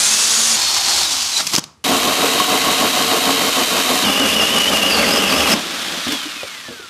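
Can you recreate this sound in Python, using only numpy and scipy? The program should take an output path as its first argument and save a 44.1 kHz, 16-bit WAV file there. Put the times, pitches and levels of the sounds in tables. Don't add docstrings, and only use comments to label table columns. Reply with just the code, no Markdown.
import sys
import numpy as np
from scipy import signal
from scipy.fft import rfft, irfft, next_fast_len
from scipy.io import wavfile

SR = 44100
rng = np.random.default_rng(int(sys.argv[2]) if len(sys.argv) > 2 else 0)


def persist_wave(psi):
    counts = np.round(np.clip(psi, -1, 1) * 32767).astype(np.int16)
    wavfile.write(sys.argv[1], SR, np.atleast_2d(counts).T)


N = 303849
TIME = np.arange(N) / SR
CUTOFF_HZ = 15600
FAST_RUN_S, EASE_OFF_S, HALT_S, CUT_S, DEEP_S, THROUGH_S = .56, 1.02, 1.424, 1.8405, 4.04, 5.543
FAST_HZ, CREEP_HZ, SLOW_DOWN_S = 362, 130, .27

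# time_s, speed_hz
LOADED_SPEED = [(1.84, 317), (3.25, 319), (3.55, 307), (4.02, 311), (4.08, 291), (4.42, 287), (4.56, 296),
                (4.7, 295), (4.85, 280), (5.54, 276)]
# freq_hz, level_db
COARSE_CHIP_SPECTRUM = [(650, -26), (1100, -5.5), (1200, -11.5), (1510, -20), (1610, -12), (1740, -8.5),
                        (2490, -6), (2850, -3.5), (4030, -11), (4940, -9), (7640, -15), (13200, -19.5),
                        (15000, -31), (15500, -46), (16000, -70)]


def from_db(db):
    return 10 ** (np.asarray(db) / 20)


def unit_rms(x):
    return x / np.sqrt(np.mean(x ** 2) + 1e-20)


def in_time(curve):
    return np.interp(TIME, *np.transpose(curve))


def during(start, end, fade=0.0015):
    return np.clip(np.minimum(TIME - start, end - TIME) / fade + .5, 0, 1)


def decay(start, t60):
    return (TIME >= start) * from_db(-60 * np.clip((TIME - start) / t60, 0, 4))


def settle(start, initial, final, lag_s):
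    return final + (initial - final) * np.exp(-np.maximum(TIME - start, 0) / lag_s)


def drift(rate_hz):
    pole = np.exp(-40 * np.pi * rate_hz / SR)
    noise = rng.standard_normal(N // 20 + 2002)
    slow = signal.lfilter([1], [1, -2 * pole, pole * pole], noise)[2000:]
    return np.interp(np.arange(N) / 20, np.arange(len(slow)), unit_rms(slow))


def colour(x, spectrum):
    size = next_fast_len(N)
    hz, db = np.transpose(spectrum)
    bins = np.maximum(np.arange(size // 2 + 1) * SR / size, 1)
    gain = from_db(np.interp(np.log(bins), np.log(hz), db))
    return unit_rms(irfft(rfft(x, size) * gain, size)[:N])


def butter(x, hz, kind, order=4):
    return signal.sosfilt(signal.butter(order, hz, kind, fs=SR, output="sos"), x)


def resonate(x, hz, width_hz):
    r = np.exp(-np.pi * width_hz / SR)
    feedback = [1, -2 * r * np.cos(2 * np.pi * hz / SR), r * r]
    return signal.lfilter(np.array([1, 0, -1]) * (1 - r * r) / 2, feedback, x)


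def grains(per_s, spread_db):
    sizes = from_db(spread_db * np.minimum(rng.exponential(1, N), 4)) * rng.choice([-1, 1], N)
    return unit_rms(sizes * (rng.random(N) < per_s / SR))


def room_noise():
    # freq_hz, level_db
    spectrum = [(15, -42), (25, -21), (80, 9), (516, -7), (560, -15), (863, -7), (1440, -11), (9320, -21),
                (16000, -41)]
    return from_db(-56.5) * colour(rng.standard_normal(N), spectrum)


def reverberate(x, t60, wet_db):
    t = np.arange(SR // 2) / SR
    tail = butter(rng.standard_normal(len(t)), 6000, "low", order=1) * from_db(-60 * t / t60) * (t > .005)
    return x + from_db(wet_db) * signal.fftconvolve(x, tail / np.linalg.norm(tail))[:N]


def motor_turns(speed, waver):
    return np.cumsum(speed * (1 + waver * drift(25.37))) / SR


def whine(speed, waver, shaft_db, fan_db, commutator_db, tilt_db):
    # order, level_db
    harmonics = [(1, -19), (2, -30), (5, -30), (10, -27), (12, -16), (20, -19), (22, -22), (25, -22),
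                 (27, -23), (30, -19), (35, -22), (40, -19), (45, -15), (50, -19), (54, -19), (60, -18),
                 (65, -19), (70, -18), (80, -18)]
    # freq_hz, gain_db
    frame = [(2500, -12), (4500, -3), (6800, 2), (9000, 0), (10200, -7), (11500, -10), (14000, -20)]
    turns, lines = motor_turns(speed, waver), 0
    for order, db in harmonics:
        hz = order * speed
        if order == 1:
            db += shaft_db
        elif order == 12:
            db += fan_db
        elif order > 12:
            db += commutator_db + np.interp(hz, *np.transpose(frame)) + tilt_db * np.log2(hz / 7000)
        amplitude = np.sqrt(2) * from_db(db + 3.1 * drift(21)) * (hz < CUTOFF_HZ)
        lines += amplitude * np.sin(2 * np.pi * order * turns)
    return lines


def drill(lines, spectrum, body_db, whir_db, rattle_db):
    # centre_s, length_s, body_rise_db, whir_rise_db
    rubs = [(0.773, 0.022, 2.5, 2.5), (1.13, 0.025, -1, 0), (1.226, 0.036, 2, 4), (1.37, 0.054, 3, 2.5),
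            (1.404, 0.028, 15, 2.5), (1.498, 0.046, -3, 3), (1.541, 0.026, 17, 12.5),
            (1.583, 0.017, 20.5, 8.5), (5.566, 0.07, 11.5, 3), (5.962, .07, 5.5, -0.5),
            (6.13, 0.11, 14, 2.5)]
    gears, air = grains(7000, 3.3), 0.77 * rng.standard_normal(N)
    rattle = unit_rms((gears + air) * from_db(rattle_db * drift(81)))
    sound = colour(rattle + lines, spectrum)
    for centre_s, length_s, body_rise_db, whir_rise_db in rubs:
        swell = np.exp(-(2 * (TIME - centre_s) / length_s) ** 2)
        body_db, whir_db = body_db + body_rise_db * swell, whir_db + whir_rise_db * swell
    body, whir = butter(sound, 1500, "low", order=3), butter(sound, 1500, "high", order=3)
    return from_db(body_db) * unit_rms(body) + from_db(whir_db) * unit_rms(whir)


def slow_run():
    # freq_hz, gain_db
    spectrum = [(29, -59), (50, -23), (167, -24.5), (218, -20.5), (271, -23), (371, -21), (439, -19.5),
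                (1960, -9.5), (2680, -6), (3100, -4.5), (3410, -1.5), (6710, 0), (10100, -7.5),
                (13500, -20.5), (16000, -33)]
    speed_hz = settle(0, 199, 231, lag_s=.16)
    lines = whine(speed_hz, waver=.003, shaft_db=1, fan_db=-5, commutator_db=1, tilt_db=1.5)
    return drill(lines, spectrum, body_db=-27, whir_db=-14.5, rattle_db=0.6)


def fast_run():
    # freq_hz, gain_db
    spectrum = [(29, -49), (50, -27), (81, -13.5), (145, -27.5), (252, -16.5), (277, -19.5), (353, -18.5),
                (472, -21.5), (802, -8.5), (1910, -11), (3950, -1.5), (5150, -1), (7040, -4.5),
                (12900, -19), (16000, -36)]
    speed_hz = settle(EASE_OFF_S, FAST_HZ, CREEP_HZ, SLOW_DOWN_S)
    octaves, surge_db = np.log2(speed_hz / FAST_HZ), 0.81 * drift(12)
    lines = whine(speed_hz, waver=0.00205, shaft_db=-2.5, fan_db=-2 + 14 * octaves,
                  commutator_db=-4.5 - 2.9 * octaves, tilt_db=-2)
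    return drill(lines, spectrum, body_db=-27.5 + 9.7 * octaves + surge_db,
                 whir_db=-15.5 + 6 * octaves + surge_db, rattle_db=0.8)


def halt():
    # freq_hz, gain_db
    spectrum = [(29, -48), (50, -25), (122, 4), (362, -0.5), (461, -4), (495, -7), (1210, 3.5),
                (1700, -9.5), (1910, -7), (2160, -3), (5270, 0.5), (13200, -13), (16000, -35)]
    brake_s = 1.595
    speed_hz = settle(EASE_OFF_S, FAST_HZ, CREEP_HZ, SLOW_DOWN_S)
    loss_db, braked = 130 * np.maximum(TIME - brake_s, 0), TIME > brake_s
    lines = whine(speed_hz, waver=.0043, shaft_db=-5, fan_db=-6, commutator_db=-4, tilt_db=.3)
    return drill(lines, spectrum, body_db=-37 - loss_db, whir_db=-27 - 23 * braked - loss_db, rattle_db=1)


def coast():
    # freq_hz, gain_db
    spectrum = [(29, -48), (50, -11), (128, -16), (159, -2.5), (264, 4), (362, -3), (586, 0), (927, -6),
                (1180, -4.5), (2010, -13), (3580, -9.5), (4140, -13), (5270, -15.5), (13800, -30.5),
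                (16000, -49)]
    nominal_hz, let_go_s = 344, 5.98
    run_down = settle(let_go_s, 0.99, -.175, lag_s=1.05)
    speed_hz = settle(THROUGH_S, 305, nominal_hz, lag_s=.09) * run_down
    octaves, driven = np.log2(speed_hz / nominal_hz), during(-1, let_go_s, fade=0.13)
    lines = whine(speed_hz, waver=.0025, shaft_db=-8.5, fan_db=0.5 - 31 * driven,
                  commutator_db=-7.5 - 2.8 * driven, tilt_db=16)
    return drill(lines, spectrum, body_db=-40 + 7.9 * driven + 8 * octaves,
                 whir_db=-23.5 + 8.8 * octaves, rattle_db=0.64)


def saw_clacks():
    # start_s, level_db
    impacts = [(1.4683, -11.5), (1.472, -9), (1.5518, -4), (1.562, -4), (1.5823, -6.5), (1.5927, -14.5),
               (1.6397, -17.5)]
    # freq_hz, level_db
    spectrum = [(120, -46), (200, -9), (1000, -9.5), (2050, -14), (2610, -3), (4120, -4), (5330, 3.5),
                (7270, -6), (13100, -20), (16000, -34)]
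    envelope = sum(from_db(db) * decay(start_s, t60=0.016) for start_s, db in impacts)
    return colour(rng.standard_normal(N), spectrum) * envelope


def rim_knocks():
    # start_s, relative_db, ring_hz, scuff_t60_s
    knocks = [(5.537, -18, 211, 0.035), (6.066, -23.5, 277, 0.13), (6.125, -27.5, 277, 0.098),
              (6.255, -30, 302, 0.13), (6.362, -38, 300, .1), (6.431, -24, 526, 0.067),
              (6.683, -31, 258, 0.19), (6.699, -37, 460, 0.19), (6.796, -35.5, 370, 0.2)]
    sound = 0
    for start_s, db, ring_hz, t60 in knocks:
        scuff = butter(rng.standard_normal(N) * decay(start_s, t60), 1000, "low", order=2)
        ring = resonate(scuff, ring_hz, width_hz=40) + 0.11 * scuff
        sound += from_db(db + 7) * ring / np.abs(ring).max()
    return sound


def edge_grazes():
    # start_s, level_db
    contacts = [(6.08, -21), (6.106, -32), (6.122, -16.5), (6.139, -28)]
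    rasp = colour(grains(9000, 2), COARSE_CHIP_SPECTRUM)
    hiss = from_db(-17) * unit_rms(butter(grains(9000, 2), 8000, "high"))
    return (rasp + hiss) * sum(from_db(db) * decay(start_s, t60=0.057) for start_s, db in contacts)


def saw_turns(gear_ratio=48, first_bite_s=1.932):
    turns = np.cumsum(in_time(LOADED_SPEED)) / SR / gear_ratio
    return turns - np.interp(first_bite_s, TIME, turns)


def cutting_speed(bite_sag_hz=4.4, catch_sag_hz=5.25):
    turns, deep = saw_turns(), TIME > DEEP_S
    bite_lag_turns, catch_lag_turns = np.where(deep, .3, 0.064), 0.094
    bite = np.cos(2 * np.pi * (turns - bite_lag_turns))
    catch = np.cos(4 * np.pi * (turns - catch_lag_turns))
    return in_time(LOADED_SPEED) - bite_sag_hz * bite - catch_sag_hz * catch * deep


def loaded_motor():
    angle = 2 * np.pi * motor_turns(cutting_speed(), waver=0.00391)
    commutator = from_db(-32.5 + 3 * drift(30)) * np.sin(10 * angle)
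    fan = from_db(-28.5 + 3 * drift(30)) * np.sin(12 * angle)
    return (commutator + fan) * from_db(-1.5 * (TIME > DEEP_S))


def easing(even_from_s=4.3, even_by_s=5.05):
    uneven = np.clip((even_by_s - TIME) / (even_by_s - even_from_s), 0, 1)
    return uneven * np.abs(np.sin(np.pi * saw_turns())) ** 3


def tearing(rise_db=5, length_s=0.077):
    return rise_db * np.clip(1 + (TIME - THROUGH_S) / length_s, 0, 1) ** .5


def cup_mode(hz, db, flutter_db, jitter_hz):
    phase = 2 * np.pi * np.cumsum(hz + jitter_hz * drift(150.8)) / SR
    return from_db(db) * unit_rms(np.sin(phase) * from_db(flutter_db * drift(91)))


def cup_squeaks():
    # centre_s, length_s, start_hz, end_hz, level_db, jitter_hz
    squeaks = [(1.372, 0.1, 4050, 3870, -18.5, 30), (4.407, .07, 5550, 5040, -22.5, 140),
               (4.921, .12, 5230, 4420, -19, 163), (5.012, 0.18, 4400, 4570, -20, 164),
               (5.03, 0.055, 2320, 1940, -18, 139), (5.14, 0.181, 4780, 5250, -19.5, 165.6),
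               (5.308, .08, 5220, 4530, -20, 165), (5.378, .09, 4800, 5400, -21, 164),
               (5.523, 0.046, 5300, 5100, -18, 260)]
    sound = 0
    for centre_s, length_s, start_hz, end_hz, db, jitter_hz in squeaks:
        progress = np.clip((TIME - centre_s) / length_s + .5, 0, 1)
        hz = start_hz + (end_hz - start_hz) * progress
        swell_db = db - 12 * np.abs(2 * progress - 1)
        window = during(centre_s - length_s / 2, centre_s + length_s / 2, fade=0.019)
        sound += cup_mode(hz, swell_db, flutter_db=4.2, jitter_hz=jitter_hz) * window
    return sound


def singing_cup():
    torn = np.clip((TIME - 4.85) / .2, 0, 1)
    db = -18.8 - 5 * easing() - 4.5 * torn
    tone = cup_mode(10 * cutting_speed(), db, flutter_db=3.6, jitter_hz=45 + 115 * torn)
    return tone * during(DEEP_S, THROUGH_S, fade=.017)


def cutting_force(snag_db, tooth_db, teeth=14):
    snags_db = snag_db * drift(79)
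    pulses_db = tooth_db * np.cos(2 * np.pi * teeth * saw_turns() + drift(6.7))
    return unit_rms(from_db(snags_db + pulses_db))


def panel(modes, force, ring_db, shudder_db, throb_db=6.5):
    # time_s, relative_db
    feed = [(1.85, -15.5), (2.4, -16.5), (3.28, -16.5), (3.6, -18), (4.2, -17.5), (4.6, -20), (5.1, -18),
            (5.4, -19.5)]
    # freq_hz, gain_db
    shudder_spectrum = [(21, -60), (35, -70), (59, -10), (134, -8.5), (194, 2.5), (267, 1), (323, -1.5),
                        (719, -5), (900, -20), (1110, -10), (1600, -6), (2080, -26), (3520, -120)]
    level = from_db(in_time(feed) - throb_db * easing() + tearing())
    blows = grains(2500, 3.97) * force
    rings = sum((-1) ** k * from_db(db) * resonate(blows, hz, width_hz)
                for k, (hz, width_hz, db) in enumerate(modes))
    ringing = from_db(ring_db) * unit_rms(butter(rings, 1700, "low"))
    shudder = from_db(shudder_db) * colour(grains(2500, 3.8) * force, shudder_spectrum)
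    return level * (ringing + shudder)


def shallow_cut():
    # freq_hz, width_hz, level_db
    modes = [(267.5, 24, 1), (361, 16, -4.5), (447.5, 29, -2), (513, 24, -5), (599, 58, -6),
             (734.6, 30.5, 1), (890, 133, -9.5), (1099, 51, -0.5), (1250, 74, -9), (1430, 63, -14)]
    # freq_hz, level_db
    chip_spectrum = [(650, -27), (1100, -8), (1320, -8.5), (1800, -10), (2010, -6), (2300, -8), (3080, -3),
                     (3450, -9), (3810, -3.5), (5220, -11), (6390, -10.5), (11100, -17), (13100, -16.5),
                     (14800, -26), (16000, -52)]
    force = cutting_force(snag_db=0.83, tooth_db=-1)
    chips = from_db(-17.5 - 0.78 * easing()) * colour(grains(12000, 1.5) * force, chip_spectrum)
    return chips + panel(modes, force, ring_db=-1.33, shudder_db=-10)


def deep_cut():
    # freq_hz, width_hz, level_db
    modes = [(75, 7.6, -4.5), (176.6, 23, -5.5), (213, 26, 3), (282, 20, 0.5), (426, 100, -4.5),
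             (566, 81, -1), (647, 36, 0), (795, 62, -3), (1213, 180, -4.5), (1620, 32, -2.5)]
    force = cutting_force(snag_db=1.5, tooth_db=0.5)
    chips = from_db(-19 + tearing()) * colour(grains(9000, 1.6) * force, COARSE_CHIP_SPECTRUM)
    return chips + panel(modes, force, ring_db=-1.5, shudder_db=-6.5)


def scene():
    whir = (slow_run() * during(-1, FAST_RUN_S) + fast_run() * during(FAST_RUN_S, HALT_S)
            + halt() * during(HALT_S, CUT_S) + coast() * during(THROUGH_S, 10))
    grind = (shallow_cut() * during(CUT_S, DEEP_S) + deep_cut() * during(DEEP_S, THROUGH_S)
             + loaded_motor() * during(CUT_S, THROUGH_S))
    background = room_noise()
    direct = whir + grind + singing_cup() + cup_squeaks() + saw_clacks() + rim_knocks() + edge_grazes()
    mono = reverberate(direct, t60=0.34, wet_db=-20.5) + background
    return np.array([mono, mono])


def record(dry):
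    thin = butter(dry, 48, "high", order=2)
    rounded = thin / (1 + np.abs(thin) ** 4) ** .25
    return signal.sosfilt(signal.ellip(10, .2, 80, CUTOFF_HZ, fs=SR, output="sos"), rounded)


dry = scene()
out = record(dry)
persist_wave(out)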